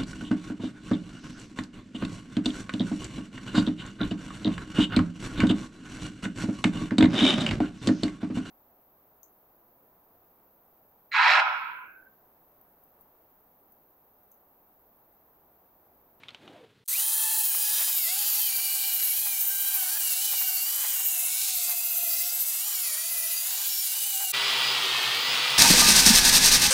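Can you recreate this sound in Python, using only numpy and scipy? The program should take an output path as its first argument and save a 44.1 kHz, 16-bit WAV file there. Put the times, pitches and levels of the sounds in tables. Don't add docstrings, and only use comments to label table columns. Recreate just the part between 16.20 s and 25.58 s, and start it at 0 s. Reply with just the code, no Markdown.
import sys
import numpy as np
from scipy import signal
from scipy.fft import rfft, irfft, next_fast_len
from scipy.io import wavfile
from scipy.ndimage import uniform_filter1d, map_coordinates

SR = 44100
rng = np.random.default_rng(int(sys.argv[2]) if len(sys.argv) > 2 else 0)


def wrap_up_sound(samples):
    columns = np.atleast_2d(samples).T
    tamed = np.clip(columns, -1, 1)
    steps = np.round(tamed * 32767).astype(np.int16)
    wavfile.write(sys.argv[1], SR, steps)


N = 413658

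GEAR_RATIO = 37 / 10
HANDLING_END_S, SWITCH_ON_S, FAST_END_S, NORMAL_START_S = .64, .683, 8.119, 8.136
SPIN_UP_S, CONTACT_S = 0.055, 0.14
STROKE_DB = 3

# pitch_hz, gain_db
FAST_WIRE_COLOUR = [(200, -59.5), (320, -54.5), (600, -28), (1000, -21.5), (1700, -19), (2600, -10.5),
                    (3100, -7), (3450, -8.5), (3950, -2.5), (5200, -4.5), (7000, 2.5), (8600, 3),
                    (12000, 2), (15800, 2)]
# start_s, end_s, speed_multiple, gain_db
WHEEL_TONE_FLARES = [(.8, 1.4, 4, -2), (1.04, 1.23, 1, 7.5), (1.0, 1.23, 3, 4), (.95, 1.75, 2, 5.5),
                     (6.53, 7.3, 3, 3), (1.888, 2.1, 1, 4.5), (1.827, 1.94, 3, 7.5), (2.322, 3.2, 3, 5),
                     (3.2, 3.52, 18, 5), (3.29, 3.8, 2, 8.5), (3.302, 3.78, 5, 3.5), (4.35, 4.5, 6, 15),
                     (5.742, 6.083, 1, 7), (5.88, 6.14, 7, 13), (5.873, 6.136, 8, 18), (5.87, 6.14, 22, 8),
                     (6.147, 6.226, 18, 9.5), (6.53, 6.66, 7, 12), (7.14, 7.206, 7, 16),
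                     (7.3, 7.356, 6, 18), (7.48, 7.624, 7, 17.5), (7.94, 8.095, 1, 10)]


def amp(db):
    return 10 ** (np.asarray(db) / 20)


def unit(x):
    return x / np.sqrt(np.mean(x ** 2) + 1e-20)


def clock():
    return np.arange(N) / SR


def curves(rows):
    times, *columns = np.transpose(rows)
    return [np.interp(clock(), times, column) for column in columns]


def after(time_s):
    return np.clip((clock() - time_s) / .004 + .5, 0, 1)


def held(start_s, end_s, edge_s=0.044):
    return np.clip(np.minimum(clock() - start_s, end_s - clock()) / edge_s + .5, 0, 1)


def bump(time_s, length_s):
    return np.exp(-2 * np.minimum(((clock() - time_s) / length_s) ** 2, 20))


def rise(length_s):
    return np.clip((clock() - SWITCH_ON_S) / length_s, 0, 1) ** 2


def wobble(rate):
    coarse = np.arange(0, N + 32, 32)
    points = rng.standard_normal(int(N * rate / SR) + 4)
    return np.interp(np.arange(N), coarse, map_coordinates(points, [coarse * rate / SR]))


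def filtered(x, response):
    size = next_fast_len(N + 8192)
    return irfft(rfft(x, size) * response(np.fft.rfftfreq(size, 1 / SR)), size)[..., :N]


def colour(points, hz):
    pitch_hz, gain_db = np.transpose(points)
    return amp(np.interp(np.log(hz + 1), np.log(pitch_hz), gain_db))


def noise(points):
    return unit(filtered(rng.standard_normal(N), lambda hz: colour(points, hz)))


def angle(speed):
    return 2 * np.pi * np.cumsum(speed) / SR


def handling():
    # time_s, rub_db, rustle_db
    slide_levels = [(0.0, -65, -63), (0.19, -65.5, -64), (0.265, -55, -60), (0.45, -60.5, -64),
                    (0.475, -72, -67.5), (0.63, -79, -71)]
    # time_s, pitch_hz, level_db
    swish_path = [(.26, 890, -75), (.3, 770, -61), (.36, 660, -56), (.41, 486, -58), (.45, 442, -55),
                  (.48, 430, -72)]
    # pitch_hz, gain_db
    rub_colour = [(35, -52), (60, -22), (113, -9), (310, 0.5), (434, -4), (669, -3), (1040, -11),
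                  (1500, -27), (1950, -62), (3300, -120)]
    rustle_colour = [(530, -35), (900, -4), (1680, -2), (2100, -3), (3480, -2.5), (5320, -18), (12600, -25),
                     (15000, -31)]
    room_colour = [(25, -21), (60, -22), (105, 4), (200, -5), (500, -15), (1500, -31), (4000, -21),
                   (6000, -32), (15000, -40)]
    rub_db, rustle_db = curves(slide_levels)
    swish_hz, swish_db = curves(swish_path)
    narrow_noise = np.real((wobble(131.8) + 1j * wobble(130.4)) * np.exp(1j * angle(swish_hz)))
    swish = amp(swish_db) * unit(narrow_noise)
    rub = amp(rub_db + 2) * noise(rub_colour)
    rustle = amp(rustle_db + 1.4 * wobble(81)) * noise(rustle_colour)
    sound = rub + rustle + swish + clicks() + amp(-65.5) * noise(room_colour)
    return sound * (1 - after(HANDLING_END_S))


def clicks():
    # start_s, level_db, pitch_hz
    knocks = [(0.0344, -33.5, 2240), (0.084, -31, 3720), (0.09, -32.5, 3300), (0.106, -41, 4160),
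              (0.147, -32, 3050), (0.2776, -35.5, 2950)]
    # pitch_hz, gain_db
    casing_colour = [(300, -21), (1200, 2), (1700, -3), (2500, 3), (3600, 4), (5500, -14), (8000, -26),
                     (15000, -45)]
    out = np.zeros(N)
    for start_s, level_db, pitch_hz in knocks:
        age = np.maximum(clock() - start_s, 0)
        echo = amp(-13 - 60 * age / 0.18)
        crack = noise(casing_colour) * (amp(-60 * age / 0.017) + echo)
        ring = 1.8 * np.sin(2 * np.pi * pitch_hz * age) * amp(-60 * age / 0.022)
        out += amp(level_db - 10.5) * (crack + ring) * (age > 0)
    return out


def switch_ticks():
    # start_s, level_db, decay_s (time to fall 60 dB)
    ticks = [(.641, -83, .3), (.655, -64, 0.029), (.66, -56, 0.03), (.678, -34, .06), (0.685, -33, .014),
             (0.698, -35.5, .012), (.737, -29, 0.022)]
    loudness = sum(amp(db - 60 * np.abs(clock() - start_s) / decay_s) * (clock() > start_s)
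                   for start_s, db, decay_s in ticks)
    return loudness * noise(FAST_WIRE_COLOUR)


def grinder_fast():
    # time_s, turns_per_s
    wheel_speeds = [(0.69, 463), (0.73, 550), (0.77, 747), (0.83, 846), (1.11, 877), (1.25, 866),
                    (1.32, 816), (1.63, 862), (1.74, 819), (1.87, 667), (2.0, 829), (2.06, 822),
                    (2.14, 796), (2.22, 870), (2.3, 782), (2.74, 789), (2.91, 757), (2.97, 828),
                    (3.07, 831), (3.13, 778), (3.54, 793), (3.66, 731), (3.77, 851), (3.81, 792),
                    (3.95, 732), (4.05, 816), (4.2, 766), (4.41, 746), (4.53, 814), (4.71, 814),
                    (4.77, 754), (4.86, 775), (5.0, 705), (5.26, 785), (5.4, 696), (5.67, 704), (5.93, 676),
                    (6.21, 719), (6.39, 715), (6.49, 845), (6.73, 608), (6.89, 684), (7.03, 655),
                    (7.23, 684), (7.42, 805), (7.51, 777), (7.64, 780), (7.72, 753), (7.78, 811),
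                    (7.83, 777), (7.88, 814), (7.96, 768), (8.03, 790), (8.1, 748)]
    speed, = curves(wheel_speeds)
    load = pressure(speed)
    rocking = angle(15 + 2 * wobble(5))
    bite = np.sin(rocking)
    tremble = 0.0089 * np.cos(rocking) + .003 * wobble(80)
    wheel = angle(speed * (1 + tremble))
    singing = wheel_hum(wheel, load) + motor_whine(wheel, load, bite) + wire_knots(wheel, load, bite)
    running = singing + scouring_fast(wheel, speed, bite) + iron_ringing() + snags()
    return switch_ticks() + running * after(SWITCH_ON_S) * (1 - after(FAST_END_S))


def pressure(speed):
    usual_speed = uniform_filter1d(speed, int(0.64 * SR), mode="nearest")
    sag = 1 - speed / usual_speed
    braking = -np.gradient(uniform_filter1d(np.log(speed), size=SR // 20)) * SR
    return np.tanh(sag / 0.15 + braking)


def tone_levels(rows, flares, load):
    fade_db = -.5 * (clock() - SWITCH_ON_S)
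    levels = []
    for multiple, level_db, pressed_db in rows:
        flare_db = sum(db * held(start_s, end_s) for start_s, end_s, k, db in flares if k == multiple)
        levels.append((multiple, level_db + pressed_db * load + fade_db + flare_db))
    return levels


def tones(shaft, levels, flutter_db, blur, rate, swell_db=1):
    out = np.zeros(N)
    for multiple, db in levels:
        gain = np.sqrt(2) * amp(db + flutter_db * wobble(rate) + swell_db * wobble(6))
        out += gain * np.sin(multiple * shaft + blur * wobble(rate))
    return out


def motor_whine(wheel, load, bite):
    # speed_multiple, level_db, full_pressure_gain_db
    core_tones = [(1, -48.5, 0)]
    whine_tones = [(3, -51.5, -1.5), (4, -43.5, 0.39)]
    # start_s, end_s, speed_multiple, gain_db
    flares = [(.735, 0.784, 1, 6), (.85, 1.4, 1, -1), (1.95, 2.08, 1, 4.5), (2.07, 2.257, 4, 12),
              (2.2, 2.296, 1, 10), (2.25, 2.7, 3, 2), (2.4, 2.9, 1, 3.5), (2.75, 3.02, 4, 10.5),
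              (3.82, 4.05, 4, 10), (3.817, 5.32, 1, 5.5), (4.88, 5.12, 4, 8), (5.85, 6.404, 3, 12),
              (6.55, 7.33, 4, 8.5), (6.55, 7.5, 1, 2), (7.683, 8.12, 1, 10)]
    motor = GEAR_RATIO * wheel
    core_levels = tone_levels(core_tones, flares, load)
    whine_levels = tone_levels(whine_tones, flares, load)
    core = tones(motor, core_levels, flutter_db=2.5, blur=0.78, rate=90, swell_db=1.6)
    whine = tones(motor, whine_levels, flutter_db=1, blur=.8, rate=220, swell_db=1.5)
    return rise(SPIN_UP_S) * core + rise(CONTACT_S) * amp(STROKE_DB * bite) * whine


def wheel_hum(wheel, load):
    # speed_multiple, level_db, full_pressure_gain_db
    hum_tones = [(1, -56, -1.5), (2, -58.5, -0.5), (3, -52, 0.5), (4, -52.5, 0.5), (5, -56, -3),
                 (6, -58.5, -3), (7, -53, -4.5), (8, -60, -2), (9, -51, -2)]
    levels = tone_levels(hum_tones, WHEEL_TONE_FLARES, load)
    return rise(CONTACT_S) * tones(wheel, levels, flutter_db=3, blur=0.48, rate=80, swell_db=2.3)


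def wire_knots(wheel, load, bite):
    # speed_multiple, level_db, full_pressure_gain_db
    knot_tones = [(14, -60.5, 3), (15, -50.5, 3), (16, -51.5, 3.5), (17, -46.5, 5.3), (18, -41, 5.1),
                  (19, -46.5, 4), (20, -45, 4.5), (21, -47, 3), (22, -47, 3)]
    # start_s, end_s, gain_db
    digs = [(1.26, 1.32, 4), (1.7, 1.838, 5), (3.12, 3.7, 4), (3.75, 3.8, 12), (4.14, 4.376, 6.5),
            (4.72, 5.12, 2), (5.33, 6.4, 4.5), (7.45, 7.72, 4), (7.88, 7.98, 6)]
    dig_db = sum(db * held(start_s, end_s) for start_s, end_s, db in digs)
    gain = rise(CONTACT_S) * amp(dig_db + 3.7 * wobble(35) + STROKE_DB * bite)
    levels = tone_levels(knot_tones, WHEEL_TONE_FLARES, load)
    return gain * tones(wheel, levels, flutter_db=1, blur=0.67, rate=130, swell_db=-0.3)


def scouring(shaft, levels, spectrum, trims_db, beat, grit, chatter_db, rate, patchy_db):
    flicks = rng.standard_normal(N) * np.exp(grit * rng.uniform(-1.94, 1.53, N))
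    each_turn = 1 + beat * np.cos(shaft + wobble(rate))
    chatter = amp(chatter_db * wobble(rate))
    flicks = wandering_contact(flicks * each_turn * chatter, patchy_db)
    edges_hz = [1, 2000, 6000, 10500, 40000]
    below = lambda hz, edge: 1 / (1 + (hz / edge) ** 20)
    out = np.zeros(N)
    for low, high, db, trim_db in zip(edges_hz, edges_hz[1:], levels, trims_db):
        band = filtered(flicks, lambda hz: colour(spectrum, hz) * (below(hz, high) - below(hz, low)))
        out += unit(band) * amp(db + trim_db)
    return out


def wandering_contact(x, patchy_db):
    spectra = signal.stft(x, nperseg=512)[2]
    drift = rng.standard_normal(spectra.shape)
    for _ in range(2):
        drift = uniform_filter1d(drift, size=3, axis=0)
        drift = uniform_filter1d(drift, size=45, axis=1)
    return signal.istft(spectra * amp(patchy_db * unit(drift)), nperseg=512)[1][:N]


def scouring_fast(wheel, speed, bite):
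    # time_s, body_db, rasp_db, hiss_db
    band_levels = [(0.95, -52.5, -40, -33), (1.38, -53.5, -38.5, -32.5), (1.54, -49.5, -36.5, -34),
                   (1.69, -52.5, -37.5, -33.5), (1.95, -51.5, -37, -33), (2.44, -53, -38.5, -36),
                   (3.01, -54, -39.5, -35.5), (3.25, -53.5, -42.5, -34.5), (3.56, -49.5, -41, -35),
                   (3.89, -54.5, -38.5, -32), (4.42, -51.5, -40, -36), (4.62, -48, -37.5, -34.5),
                   (4.86, -53.5, -43, -34), (5.09, -55, -41, -32.5), (5.33, -53, -34.5, -32),
                   (5.62, -55.5, -42.5, -37.5), (6.39, -55.5, -42.5, -35), (6.74, -49.5, -39, -36),
                   (6.96, -52, -42, -37), (7.66, -54.5, -39, -34), (7.94, -54, -39, -33.5),
                   (8.0, -56, -41.5, -33)]
    # time_s, gain_db, length_s
    lifts = [(0.886, -2, 0.032), (1.297, -2.5, 0.04), (1.82, -2, 0.069), (3.787, -5.5, 0.013),
             (5.35, -3, 0.081), (5.57, -0.5, 0.03), (6.437, -1.5, 0.045)]
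    body_db, rasp_db, hiss_db = curves(band_levels)
    octaves_up = np.log2(np.maximum(speed / np.median(speed), .85))
    fizz_db = -25 - 0.55 * (clock() - SWITCH_ON_S) + 4 * octaves_up
    levels = [body_db + 1.07 * wobble(25), rasp_db + 0.65 * wobble(25),
              hiss_db + .5 * wobble(25), fizz_db + 0.77 * bite]
    eased = amp(sum(db * bump(time_s, length_s) for time_s, db, length_s in lifts))
    return eased * scouring(wheel, levels, FAST_WIRE_COLOUR, trims_db=[-0.5, 0, -1, 0],
                            beat=0.14, grit=0.31, chatter_db=0.62, rate=90, patchy_db=1.96)


def iron_ringing():
    # start_s, end_s, pitch_hz, width_hz, level_db
    rings = [(0.75, 1.7, 9670, 600, -34.5), (1.794, 2.724, 4500, 260, -44), (1.95, 2.3, 11900, 450, -37),
             (2.25, 2.7, 8500, 100, -46), (3.8, 5.5, 7650, 230, -44.5), (3.8, 4.2, 11400, 400, -41),
             (7.1, 7.7, 6900, 230, -42)]
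    out = np.zeros(N)
    for start_s, end_s, pitch_hz, width_hz, level_db in rings:
        band = filtered(rng.standard_normal(N), lambda hz: np.exp(-.5 * ((hz - pitch_hz) / width_hz) ** 2))
        fade = np.clip(np.minimum(clock() - start_s, end_s - clock()) / 0.035, 0, 1)
        out += amp(level_db) * unit(band) * fade
    return out


def snags():
    # time_s, level_db, length_s
    catches = [(1.115, -47, .015), (1.349, -38.5, 0.009), (1.61, -40, 0.034), (1.69, -45, 0.032),
               (3.068, -41, 0.013), (3.768, -47, 0.024), (4.14, -41, 0.022), (4.22, -38, 0.011),
               (4.65, -40.5, 0.024), (4.723, -50, 0.037), (4.804, -46, 0.019), (5.505, -45, 0.042),
               (7.392, -49, 0.19), (7.768, -49, 0.043), (8.02, -44, 0.032)]
    # pitch_hz, gain_db
    judder_colour = [(100, -80), (200, -49), (450, -17), (800, 4), (1400, -1.5), (2500, 0.5), (5000, -26)]
    return sum(amp(db) * bump(time_s, length_s) for time_s, db, length_s in catches) * noise(judder_colour)


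def grinder_normal():
    # time_s, turns_per_s
    wheel_speeds = [(8.14, 132.3), (8.21, 134), (8.42, 131.6), (8.49, 132.4), (8.68, 126.4), (8.795, 121.3),
                    (8.88, 121.3), (9.124, 136.8), (9.25, 132.4), (9.37, 136.1)]
    # speed_multiple, level_db
    wheel_tones = [(1, -58.5), (2, -63.5), (3, -56), (7, -53), (17, -51), (18, -41), (21, -43.5), (36, -53),
                   (37, -42), (38, -63)]
    motor_tones = [(1, -52.5), (3, -49), (4, -41), (7, -40.5), (8, -41.5), (9, -41), (11, -48.5), (13, -54),
                   (14, -55), (16, -57)]
    # time_s, level_db
    scour_levels = [(8.16, -26), (8.3, -25), (8.55, -26), (8.7, -26), (8.93, -26), (9.0, -26.5),
                    (9.11, -25.5), (9.14, -23.5), (9.22, -25.5), (9.37, -25)]
    # pitch_hz, gain_db
    wire_colour = [(30, -62), (70, -45), (120, -23), (300, -19), (600, -13.5), (1200, -3), (1600, -8),
                   (2400, -6), (3150, -0.5), (4900, -9), (5500, -14), (7000, -16), (9000, -17.5),
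                   (15500, -14)]
    speed, = curves(wheel_speeds)
    level_db, = curves(scour_levels)
    wheel = angle(speed * (1 + 0.00042 * wobble(30)))
    motor = GEAR_RATIO * wheel
    hum = tones(wheel, wheel_tones, flutter_db=5, blur=0.36, rate=25)
    whine = tones(motor, motor_tones, flutter_db=2.5, blur=.45, rate=35, swell_db=1.2)
    commutator = tones(motor, [(31, -49.5)], flutter_db=3.5, blur=.5, rate=160)
    rasp = scouring(wheel, [level_db] * 4, wire_colour, trims_db=[-9.5, -2.05, -16.5, -18],
                    beat=0.11, grit=0.42, chatter_db=0.3, rate=35, patchy_db=-0.5)
    fade_in = after(FAST_END_S) * amp(1820 * np.minimum(clock() - NORMAL_START_S - .003, 0))
    return (hum + whine + commutator + rasp) * fade_in


def scene():
    fast = filtered(grinder_fast(), lambda hz: 1 / (1 + (220 / (hz + 1)) ** 6))
    sound = handling() + fast + grinder_normal()
    return np.array([sound, sound])


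def record(dry):
    return filtered(dry, lambda hz: np.sin(np.pi / 2 * np.clip((16000 - hz) / 400, 0, 1)) ** 2)


dry = scene()
out = record(dry)
wrap_up_sound(out)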